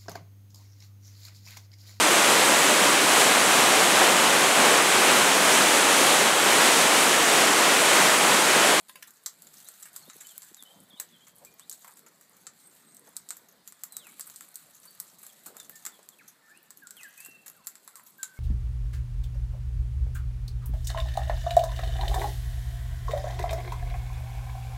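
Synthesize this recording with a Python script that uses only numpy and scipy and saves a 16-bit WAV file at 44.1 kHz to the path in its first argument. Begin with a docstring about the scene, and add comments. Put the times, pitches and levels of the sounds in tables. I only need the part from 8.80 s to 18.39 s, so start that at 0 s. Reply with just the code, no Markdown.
"""A wooden veranda at the forest's edge: parrots feed on the railing, and husks snap as bursts through resonances.
Beaks tap a hollow spot, rung as fading sines; loose seed rustles as gritty noise, and flakes of husk tick.
One bird flies in with soft wing beats, another shuffles its feet: both are swells of band-filtered noise.
The timber answers the beaks with short echoes. Small birds whistle behind as gliding sines among the trees,
over a faint hush of coloured noise."""
import sys
import numpy as np
from scipy import signal
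from scipy.fft import rfft, irfft, next_fast_len
from scipy.io import wavfile
from scipy.ndimage import uniform_filter1d, map_coordinates

SR = 44100
rng = np.random.default_rng(int(sys.argv[2]) if len(sys.argv) > 2 else 0)


def store_wav(level_fs):
    """Save 16-bit WAV to argv[1]."""
    pcm = np.round(np.clip(np.atleast_2d(level_fs), -1, 1) * 32767)
    wavfile.write(sys.argv[1], SR, pcm.T.astype(np.int16))


N = 422919

# body of a seed husk, its resonances: centre_hz, width_hz, relative level_db
HUSK_MODES = [(3860, 1070, -3.5), (7683, 615, 12.5)]
# the husk's high, splintering resonances: centre_hz, width_hz, relative level_db
SPLINTER_MODES = [(11060, 1200, 4), (13740, 2600, 1)]
# the wooden plank's resonances: centre_hz, width_hz, relative level_db
PLANK_MODES = [(700, 470, -17), (1240, 260, -4), (1530, 286, -3), (1870, 700, -7.5)]


def amp(db):
    """Decibels to gain."""
    return 10 ** (np.asarray(db) / 20)


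def unit(x):
    """Scale to rms 1."""
    return x / np.sqrt(np.mean(x ** 2) + 1e-20)


def along(points, hz):
    """Read (Hz, value) points at any frequency, on a log axis."""
    point_hz, values = np.transpose(points)
    return np.interp(np.log(hz + 1), np.log(point_hz + 1), values)


def curves(rows):
    """One value per sample for each column after the time."""
    s, *columns = np.transpose(rows)
    return [np.interp(np.arange(N) / SR, s, column) for column in columns]


def wobble(rate):
    """A smooth random curve with rate knots a second."""
    knots = rng.standard_normal(int(N * rate / SR) + 4)
    return map_coordinates(knots, [np.arange(N) * rate / SR])


def filtered(x, response):
    """x times a complex response of frequency, zero-padded so that its ringing does not wrap round."""
    size = next_fast_len(len(x) + 4096)
    hz = np.fft.rfftfreq(size, 1 / SR)
    return irfft(rfft(x, size) * response(hz), size)[:len(x)]


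def resonate(x, modes, stretch=1):
    """x through parallel (Hz, width, dB) resonances of alternating sign, their pitch scaled by stretch."""
    def response(f):
        total = 0
        for k, (centre, width, db) in enumerate(modes):
            peak = 1j * f * width / ((centre * stretch) ** 2 - f * f + 1j * f * width)
            total = total + (-1) ** k * amp(db) * peak
        return total
    return filtered(x, response)


def coloured(x, spectrum):
    """x with a (Hz, dB) spectrum, at rms 1."""
    return unit(filtered(x, lambda hz: amp(along(spectrum, hz))))


def add(track, s, sound):
    """Mix a sound into the track at s seconds."""
    part = track[max(round(s * SR), 0):][:len(sound)]
    part += sound[:len(part)]


def tail(decays, size):
    """A diffuse echo of energy 1; each frequency dies at its own speed."""
    hz, t, z = signal.stft(rng.standard_normal(size), SR, nperseg=256)
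    decay = amp(-60 * t / along(decays, hz)[:, None])
    echo = signal.istft(z * decay, SR, nperseg=256)[1]
    return echo / np.linalg.norm(echo)


def burst(envelope, modes, stretch, flatten):
    """A shaped puff of force, its spectrum evened out by flatten (0-1), rings the modes; energy 1."""
    force = rfft(envelope * rng.standard_normal(len(envelope)))
    evened = irfft(force / np.abs(force) ** min(flatten, 1))
    ring = resonate(evened, modes, stretch)
    return ring / np.linalg.norm(ring)


def air(low_db=2.0, forest_db=2, patchy_db=2.5):
    """A low outdoor hush and the faint sough of the forest: coloured noise that swells in patches."""
    # how the background comes and goes, before the trims: time_s, low_hush_level_db, forest_level_db
    air_levels = [(0.0, -73, -72), (1.36, -68.5, -64.5), (1.81, -73, -70), (2.14, -67, -67.5),
                  (2.37, -68.5, -70), (4.35, -68, -70.5), (4.62, -70, -70), (6.57, -69.5, -67),
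                  (7.4, -71.5, -70), (9.38, -69.5, -71), (9.59, -71, -68)]
    # colour of the low hush: frequency_hz, relative level_db per Hz
    low_colour = [(20, 5), (50, -5), (85, -7.5), (120, -4), (170, 3), (240, -2), (350, -6), (600, -7.5),
                  (1200, -13.5), (4000, -38)]
    # colour of the forest's sough: frequency_hz, relative level_db per Hz
    forest_colour = [(250, -25), (600, -3.5), (1000, -1), (1450, 0), (2000, -1), (2700, -9.5), (4300, -2.5),
                     (6000, -11.5), (15000, -14)]
    low, forest = curves(air_levels)
    low_swell, forest_swell = 1.4 * wobble(9), wobble(6)  # dB
    hush = amp(low + low_db + low_swell) * coloured(rng.standard_normal(N), low_colour)
    sough = amp(forest + forest_db + forest_swell) * coloured(rng.standard_normal(N), forest_colour)
    z = signal.stft(hush + sough, nperseg=1024)[2]
    # random patches of louder and softer, smooth over both pitch and time
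    across_pitch = uniform_filter1d(rng.standard_normal(z.shape), size=7, axis=0)
    patches = uniform_filter1d(across_pitch, size=7, axis=1)
    return signal.istft(z * amp(patchy_db * unit(patches)), nperseg=1024)[1][:N]


def whistles(notes, linger, settle, waver, near_db, echo_db, edge, level_db):
    """Pure notes linger on their start pitch, then slide and settle on the end pitch; trees echo them."""
    # ring of the forest: frequency_hz, time_to_fall_60_db_s
    tree_decays = [(1000, 1.16), (3000, 1.2), (9000, 0.77)]
    out, drift = np.zeros(N), wobble(90)
    for s, length, start_hz, end_hz, db in notes:
        u = np.linspace(0, 1, int(length * SR))
        hz = end_hz + (start_hz - end_hz) * (1 - u ** linger) ** settle
        hz = hz * (1 + waver * np.roll(drift, -int(s * SR))[:len(u)])
        swell = np.abs(np.sin(np.pi * u)) ** edge
        tone = np.sin(2 * np.pi * np.cumsum(hz) / SR)
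        add(out, s, amp(db + level_db) * swell * tone)
    near_trunks = amp(near_db) * tail([(3000, 0.083)], size=SR)  # make the notes uneven
    far_trunks = amp(echo_db) * tail(tree_decays, size=SR)  # trail the notes with echo
    return out + signal.fftconvolve(out, near_trunks + far_trunks)[:N]


def songbirds():
    """The twitter is near and fairly dry; the fluting is far, lingers before each slide and rings on."""
    # a small bird twittering close by, level before the trim: start_s, length_s, start_hz, end_hz, level_db
    twitter_notes = [(.853, 0.036, 3700, 4150, -60), (1.205, 0.036, 4550, 4270, -58.5),
                     (1.257, 0.03, 3430, 3700, -63), (1.295, 0.022, 3670, 3940, -59),
                     (1.445, 0.018, 3050, 3105, -60), (1.487, 0.037, 3710, 3100, -59.5),
                     (1.538, 0.014, 2870, 2900, -66), (1.772, 0.056, 3960, 3380, -57),
                     (1.852, 0.074, 3020, 3170, -59), (2.103, 0.019, 3740, 3220, -58),
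                     (2.13, .022, 3250, 3480, -55.5), (2.15, 0.043, 3470, 2860, -62),
                     (2.168, 0.035, 3670, 3980, -58), (2.322, 0.053, 3520, 3140, -60.5),
                     (2.406, 0.037, 2990, 3260, -61.5), (2.667, 0.025, 2470, 2345, -59.5),
                     (2.802, 0.046, 2740, 3960, -64), (6.074, .016, 4370, 4600, -52),
                     (6.492, 0.018, 3700, 3260, -62), (6.784, 0.043, 3700, 3480, -57.5),
                     (7.123, 0.039, 3520, 3270, -63), (7.318, 0.028, 3710, 3160, -66)]
    # calls from deep in the forest, level before the trim: start_s, length_s, start_hz, end_hz, level_db
    fluting_notes = [(3.755, 0.095, 9750, 9400, -72), (3.815, 0.09, 8550, 8260, -60),
                     (3.96, 0.087, 8570, 8300, -71), (4.045, 0.16, 8480, 8270, -61.5),
                     (5.1, 0.11, 4100, 3810, -59), (5.185, 0.12, 3700, 2225, -60),
                     (6.925, 0.06, 1793, 1790, -59), (7.388, 0.042, 2700, 1216, -56.5),
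                     (7.62, 0.12, 1800, 1744, -64), (7.665, 0.081, 1250, 1860, -61),
                     (7.735, 0.055, 2350, 2920, -63.5), (8.02, 0.051, 1675, 1390, -51.5),
                     (8.167, .05, 3370, 2460, -52.5), (8.208, 0.075, 2080, 1572, -50),
                     (8.374, 0.099, 2494, 2750, -57), (8.433, 0.19, 2738, 2687, -58),
                     (8.745, 0.084, 1605, 958, -63), (9.135, 0.078, 1383, 959, -59),
                     (9.386, 0.096, 1580, 1517, -49), (9.525, 0.043, 1527, 1526, -60),
                     (9.57, 0.045, 2150, 2260, -58.5)]
    near = whistles(twitter_notes, linger=1.057, settle=1.72, waver=0.014,
                    near_db=-2, echo_db=-8.0, edge=0.16, level_db=2.4)
    far = whistles(fluting_notes, linger=1.5, settle=2.1, waver=0.0043,
                   near_db=-4.5, echo_db=-4, edge=0.26, level_db=0.5)
    return near + far


def wings(breadth=0.78):
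    """Each stroke is a soft puff of air, a swell of band-filtered noise; a quick downbeat thumps low."""
    # quick downbeats of a wing: centre_s, level_db
    downbeats = [(1.281, -50), (1.359, -53.5), (1.717, -54), (1.826, -59), (2.135, -53.5), (8.487, -54.5)]
    # feathers sweeping the air: centre_s, swell_length_s, centre_hz, level_db
    sweeps = [(1.934, 0.12, 665, -64), (2.002, 0.087, 179, -58), (2.63, 0.031, 635, -57),
              (3.083, 0.069, 1010, -60.5), (4.28, 0.016, 615, -57.5)]
    beat_s, beat_hz = 0.0066, 250  # swell length and centre of each downbeat's thump
    thumps = [(s, beat_s, beat_hz, db) for s, db in downbeats]
    out, t = np.zeros(N), np.arange(-SR // 5, SR // 5) / SR
    for s, length, hz, db in sweeps + thumps:
        swell = np.exp(-2 * (t / length) ** 2)
        band = [(hz, breadth * hz, 0)]
        puff = resonate(resonate(swell * rng.standard_normal(len(t)), band), band)
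        add(out, s + t[0], amp(db) * puff * np.linalg.norm(swell) / np.linalg.norm(puff))
    return out


def thuds(hz_spread=1.6):
    """A bird shifts its weight: claws land at once on the plank and scuff to a stop, as dying noise."""
    # feet shuffling on the plank: start_s, dying_away_s (to 1/e), centre_hz, level_db
    steps = [(6.663, 0.078, 345, -55), (6.746, 0.039, 700, -55), (7.066, 0.067, 330, -62),
             (7.19, .022, 580, -54)]
    out, t = np.zeros(N), np.arange(SR // 4) / SR
    for s, length, hz, db in steps:
        scuff = np.exp(-t / length) * amp(2 * wobble(303)[:len(t)])
        band = [(hz, hz_spread * hz, 0)]
        thud = resonate(resonate(scuff * rng.standard_normal(len(t)), band), band)
        add(out, s, amp(db) * thud * np.linalg.norm(scuff) / np.linalg.norm(thud))
    return out


def veranda(x, early_db, tail_db, count=5):
    """Direct sound, a few reflections off the nearby timber, then the roof's short wash."""
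    # ring of the roofed space: frequency_hz, time_to_fall_60_db_s
    roof_decays = [(300, 0.061), (1500, 0.2), (7500, 0.13), (14000, 0.14)]
    room = amp(tail_db) * tail(roof_decays, size=8192)
    delays_s = rng.uniform(0.0013, 0.0055, count)
    room[(delays_s * SR).astype(int)] += amp(early_db) * rng.choice([-1, 1], count)
    room[0] += 1
    return signal.fftconvolve(x, room)


def stirring(rake_db=-1, steady_db=-1):
    """Level of the rustle in dB: steady feeding plus the power of a smooth swell for each rake."""
    # how busily seed and feathers are stirred, before the trim: time_s, level_db
    steady_levels = [(0.0, -66.5), (0.43, -63), (0.91, -56), (1.68, -58), (2.03, -64.5), (2.75, -66),
                     (3.04, -61), (3.31, -66), (4.0, -63), (4.81, -67), (5.39, -57), (5.95, -60.5),
                     (6.94, -59), (7.48, -67), (8.14, -67), (8.3, -60), (8.47, -65), (9.59, -62)]
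    # a beak or foot rakes through the loose seed, before the trim: centre_s, swell_length_s, level_db
    rakes = [(.8, .09, -54), (1.057, .06, -56.5), (2.63, .05, -62), (3.127, .08, -62), (4.539, .03, -56),
             (5.504, .07, -55.5), (6.491, .05, -57.5), (7.013, .04, -58.5), (8.221, .06, -58),
             (8.425, .05, -61)]
    t = np.arange(N) / SR
    power = amp(curves(steady_levels)[0] + steady_db) ** 2
    for s, length, db in rakes:
        power = power + amp(db + rake_db) ** 2 * np.exp(-2 * ((t - s) / length) ** 2)
    return 10 * np.log10(power)


def scratches(rate, spread_db, life_s, stretch):
    """Tiny scrapes of beak on husk at chance moments, each dying grit; rung by the husk and by the plank."""
    strength = amp(spread_db * np.minimum(rng.standard_exponential(N), 2))
    starts = (rng.random(N) < rate / SR) * strength
    envelope = signal.lfilter([1], [1, -np.exp(-1 / (life_s * SR))], starts)
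    grit = veranda(envelope * rng.standard_normal(N), early_db=-15, tail_db=0.5)[:N]
    on_husk = resonate(grit, HUSK_MODES + SPLINTER_MODES, stretch)
    return unit(on_husk), unit(resonate(grit, PLANK_MODES))


def rustle(hiss_db=-0.5, grain_db=-4.5, patter_db=-16, rate=18, spread_db=4, busy_db=-60, thinning=0.017):
    """Stirred seed and feathers hiss; scrapes stand out a little more in calm, some pattering on the plank."""
    # large to small seeds: scrape_dying_away_s (to 1/e), pitch_ratio to the usual husk
    seed_sizes = [(0.0019, 0.83), (0.0026, 0.946), (0.0012, 1.12)]
    # colour of the hissing chaff: frequency_hz, relative level_db per Hz
    chaff_colour = [(1000, -21.5), (2400, -11), (4300, -5.5), (5500, -15), (7900, 1), (9500, -9),
                    (11700, -2), (15400, -10)]
    level_db = stirring()
    layers = [scratches(rate, spread_db, life_s, stretch) for life_s, stretch in seed_sizes]
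    grains, patter = np.sum(layers, axis=0)
    grit = amp(3.2 * wobble(700)) * rng.standard_normal(N)  # seeds rub in tiny slips
    flutter_db = 2.6 * wobble(35)
    calm_db = thinning * np.minimum(level_db - busy_db, 0)
    hiss = coloured(grit, chaff_colour) * amp(flutter_db + calm_db)
    patter = unit(patter * amp(5 * wobble(25)))  # the patter comes and goes
    tick_db = level_db - thinning * np.maximum(level_db - busy_db, 0)
    ticks = amp(grain_db) * unit(grains) + amp(patter_db) * patter
    return amp(level_db + hiss_db) * hiss + amp(tick_db) * ticks


def flakes(flake_db=-63, spread_db=3, busy_db=-60):
    """Flakes of husk split off with tiny, dry, bright ticks, more of them while the seed is being stirred."""
    rate = 16 * amp(stirring() - busy_db)  # flakes per second
    out, t = np.zeros(N), np.arange(512) / SR
    snap = np.exp(-((t - .001) / .0001) ** 2)
    for i in np.flatnonzero(rng.random(N) < rate / SR):
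        db = flake_db + spread_db * min(rng.standard_exponential(), 2)
        tick = burst(snap, SPLINTER_MODES, rng.uniform(.75, 1.1), flatten=.5)
        add(out, i / SR, amp(db) * np.sqrt(.01 * SR) * tick)  # level over 10 ms
    return veranda(out, early_db=-16, tail_db=-11)[:N]


def taps(tick_s=0.0012):
    """A beak ticks against a hollow spot, a click of noise, and its modes ring for a moment as sines."""
    # hollow beak taps: start_s, ring_gain_db, tick_gain_db
    beak_taps = [(0.084, -79, -47), (0.094, -52.5, -41.5), (0.156, -54.5, -40), (0.225, -60, -39)]
    # modes of the hollow spot: frequency_hz, relative level_db, time_to_fall_60_db_s
    hollow_modes = [(570, -15, 0.27), (1030, 2.5, 0.12), (1630, 0, 0.1), (2390, -31, 0.087),
                    (3790, -9, 0.041)]
    # Hz, relative dB
    tick_colour = [(500, -22), (1500, -1.0), (4000, 1.0), (5500, -4), (8000, 1.0), (15000, -1.5)]
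    out, t = np.zeros(N), np.arange(SR // 5) / SR
    for s, ring_db, tick_db in beak_taps:
        ring = np.zeros(len(t))
        for hz, db, t60 in hollow_modes:
            strike_db = db + rng.normal(0, 1.3)  # no two taps excite the modes alike
            ring += amp(strike_db - 60 * t / t60) * np.sin(2 * np.pi * hz * t)
        tick = coloured(rng.standard_normal(len(t)), tick_colour) * np.exp(-t / tick_s)
        add(out, s, amp(ring_db) * ring)
        add(out, s, veranda(amp(tick_db) * tick, early_db=-1.5, tail_db=4.5))
    return out


def nibbles(scatter_db=0.5, husk_hz=7650, pitch_scatter=0.078, colour_db=4):
    """Faint cracks at chance moments, more of them while the seed is stirred; rows like the loud snaps."""
    per_s, level_db, knock_db, splinter_db, smear_db = 1.8, -59.5, -10, 3, 0
    busy = np.cumsum(amp(stirring()))
    count = int(per_s * N / SR)
    shares = (np.arange(count) + rng.random(count)) / count
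    times = np.searchsorted(busy, busy[-1] * shares) / SR
    typical = np.array([level_db, husk_hz, knock_db, splinter_db, smear_db])
    scatter = np.array([scatter_db, pitch_scatter * husk_hz, colour_db, colour_db, colour_db])
    return [(s, *(typical + scatter * rng.standard_normal(len(typical)))) for s in times]


def cracks(husk_db=0.0, splinter_db=0, knock_db=0, snap_s=0.0002, snap_scatter=0.29, crumble_s=0.0054,
           crumble_db=-8, chip_db=9, husk_hz=7650, shell_scatter=.035):
    """A husk breaks in a fraction of a millisecond and crumbles in chips, ringing shell and plank."""
    # loud husk snaps: time_s, nominal level_db over 10 ms before echo, husk_pitch_hz (limited to 20 % off usual),
    # plank_knock_db and splinter_db relative to the level, smear_db: more chips and echo after the snap
    snaps = [(0.2742, -55, 7600, -6, -2.0, 7), (0.4613, -30.5, 7390, -14, -9.5, 0.5),
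             (0.6212, -52.0, 7720, -28, 0, -7), (0.67, -52.5, 7200, -11, -6.5, -3),
             (0.8872, -45.0, 8120, -16, -2.0, -7), (1.0271, -44, 7590, -19, -6, 2),
             (1.0552, -51, 8150, -2.5, -3.0, 6), (1.1624, -38.5, 7840, -17.0, -5, -1.5),
             (1.299, -47.5, 7400, -4.5, -16, -0.5), (1.405, -49.5, 7400, -10.0, -5, 14),
             (1.4697, -47.5, 7360, -21, -5, -5), (1.4882, -50.5, 7550, -23, -10, 5),
             (1.5796, -47.5, 7600, -14, 7.5, -9), (1.6203, -48.5, 7260, -15, -7, 2),
             (1.6302, -50.5, 7700, -15, -5.5, 1), (1.7454, -48, 7350, -22.5, -16, -8),
             (1.825, -51.5, 7640, -10, 1.5, -8.5), (1.8359, -60, 8180, -18, 9, -11),
             (2.1992, -33.5, 7650, -9.5, -4, -0.5), (2.4685, -53.5, 7300, -7, -13, 6.0),
             (2.6487, -50.5, 7600, -13.0, -2, 1), (2.796, -48.5, 7960, -10.0, -8, -3),
             (2.8967, -37.5, 8400, -32, -8, -6), (2.9135, -45, 6740, -18, -7, -2),
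             (2.926, -43, 7900, -22, -6, 1), (3.0459, -56, 8020, 4, -1, 0), (3.0775, -54, 7600, -3, -1, 5),
             (3.171, -56, 7700, -8.5, 2, 1), (3.193, -61, 7900, -9, 3, -10), (3.264, -59, 7250, -1, -3, 6),
             (3.6679, -40.0, 7500, -13.0, -28, -0.5), (4.1473, -55, 7850, -22.0, -0.5, -5),
             (4.1682, -53, 7750, -25, -3, -6), (4.3666, -35.5, 8100, -22, -6.5, -4.5),
             (4.489, -41.5, 8000, -32.5, -7, 1), (4.5058, -34.5, 7700, -13, -11, -2),
             (4.5686, -51.5, 7400, -13, 2, -1), (4.8762, -46, 7140, -16, -1.0, 0),
             (4.9233, -51, 7860, -9.5, -4.0, -5), (5.0361, -38, 7460, -13, 1, -4),
             (5.123, -49.5, 8050, -15.0, 0.0, 1), (5.1675, -36.5, 8000, -17.5, -3.0, -5),
             (5.2688, -54.5, 7650, -0.5, 3.5, 1), (5.3959, -46.5, 7700, -5, 5.5, -3),
             (5.4087, -36.5, 8200, -27, -19, -1), (5.4693, -53.5, 8300, -5.5, 5, 7),
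             (5.4995, -50, 7100, -11, -2.5, -5), (5.5604, -44, 8350, -32, -8, -2),
             (5.6085, -46, 7710, -6, -4.5, -4.5), (5.7567, -41, 8150, -35, -4, -4),
             (6.054, -56, 8500, -5, 2, 5), (6.2009, -37, 8200, -19, 0, -5.0),
             (6.4297, -52.5, 8200, -6.5, 4, 6), (6.4661, -50.0, 7500, -12, 2, -5),
             (6.6608, -44.5, 7900, -11, -1, 7.5), (6.7678, -48, 7300, -9.5, -1.5, -4),
             (6.8004, -44, 7400, -14, -6, -2.0), (6.8962, -54.5, 7480, -1.5, 11, -6),
             (6.9554, -49, 7290, -19, -4.5, 7), (7.0523, -40.5, 7450, -11, -2.5, 0),
             (7.064, -35.0, 7440, -10.0, -8.5, -1.5), (7.289, -49, 7600, -16, -0.5, -7),
             (7.479, -54, 6500, -14, 0.5, 9), (7.9056, -48, 7960, -12, -5, -2.5),
             (8.0712, -46.5, 7740, -16, -12, -4), (8.1075, -45, 7740, -18.0, -5, -4),
             (8.1683, -57.5, 8300, -4, 6, -1), (8.2324, -46.5, 7700, -15, -6, 0),
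             (8.3783, -54.5, 8040, -16.0, -2.5, -13), (8.4024, -48, 8300, -11.5, -3, 6),
             (8.449, -48.5, 7940, -30.5, -2, -1), (8.4606, -49, 7800, -8, 2.0, -1),
             (8.6617, -53, 7700, -3.5, 4, 6), (8.681, -47, 7160, -16, 0, -2),
             (8.6994, -57, 7100, -4, 9, -10), (8.8706, -37.5, 7550, -14.5, 1, -1),
             (8.9545, -50, 7600, -9, -5, -3.5), (9.0768, -48, 7500, -6, -0.5, -2),
             (9.1562, -46, 8300, -11.0, -6.5, -3), (9.1963, -62.5, 8340, 5.5, 1, -4),
             (9.2642, -57.5, 6870, -18.0, 5.0, 6), (9.4305, -32.5, 7270, -16, -8, 0.5)]
    out = np.zeros(N)
    t = np.maximum(np.arange(1024) / SR - .001, 0)  # 1 ms of stillness ahead of the snap
    chips = amp(chip_db * wobble(1500))
    for s, db, hz, knock, splinter, smear in snaps + nibbles():
        u = t / (snap_s * np.exp(snap_scatter * rng.standard_normal()))
        here = int(s * SR) + np.arange(len(t))
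        crumble = (t > 0) * np.exp(-t / crumble_s) * chips.take(here, mode="wrap")
        parts = [(HUSK_MODES, np.clip(hz / husk_hz, .8, 1.2), husk_db),
                 (SPLINTER_MODES, rng.normal(1, shell_scatter), splinter_db + splinter),
                 (PLANK_MODES, rng.normal(1, 0.055), knock_db + knock)]
        click = 0
        for modes, stretch, level in parts:
            sharp = burst(u * np.exp(-u), modes, stretch, flatten=.8)
            ragged = burst(crumble, modes, stretch, flatten=0)
            click = click + amp(db + level) * (sharp + amp(crumble_db + smear) * ragged)
        click = click * np.sqrt(.01 * SR / (1 + amp(smear) ** 2))  # more smear, softer snap
        # a clean snap in a raised beak is dry; a smeared one brings more chips and more echo off the timber
        echoing = veranda(click, early_db=-9 + smear, tail_db=-1.5 + smear, count=3)
        add(out, s - .001, echoing)
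    return out


def scene():
    """Everything as heard from the end of the railing, in one channel."""
    background = air() + songbirds()
    birds = wings() + thuds()
    feeding = rustle() + flakes() + taps() + cracks()
    return (background + birds + feeding)[None]


def record(dry, low_cut_hz=140, top_hz=15450):
    """The microphone thins the bass and keeps nothing above its band limit."""
    thin = signal.sosfilt(signal.butter(2, low_cut_hz, "high", fs=SR, output="sos"), dry)
    return np.array([filtered(x, lambda hz: hz < top_hz) for x in thin])


dry = scene()
out = record(dry)
store_wav(out)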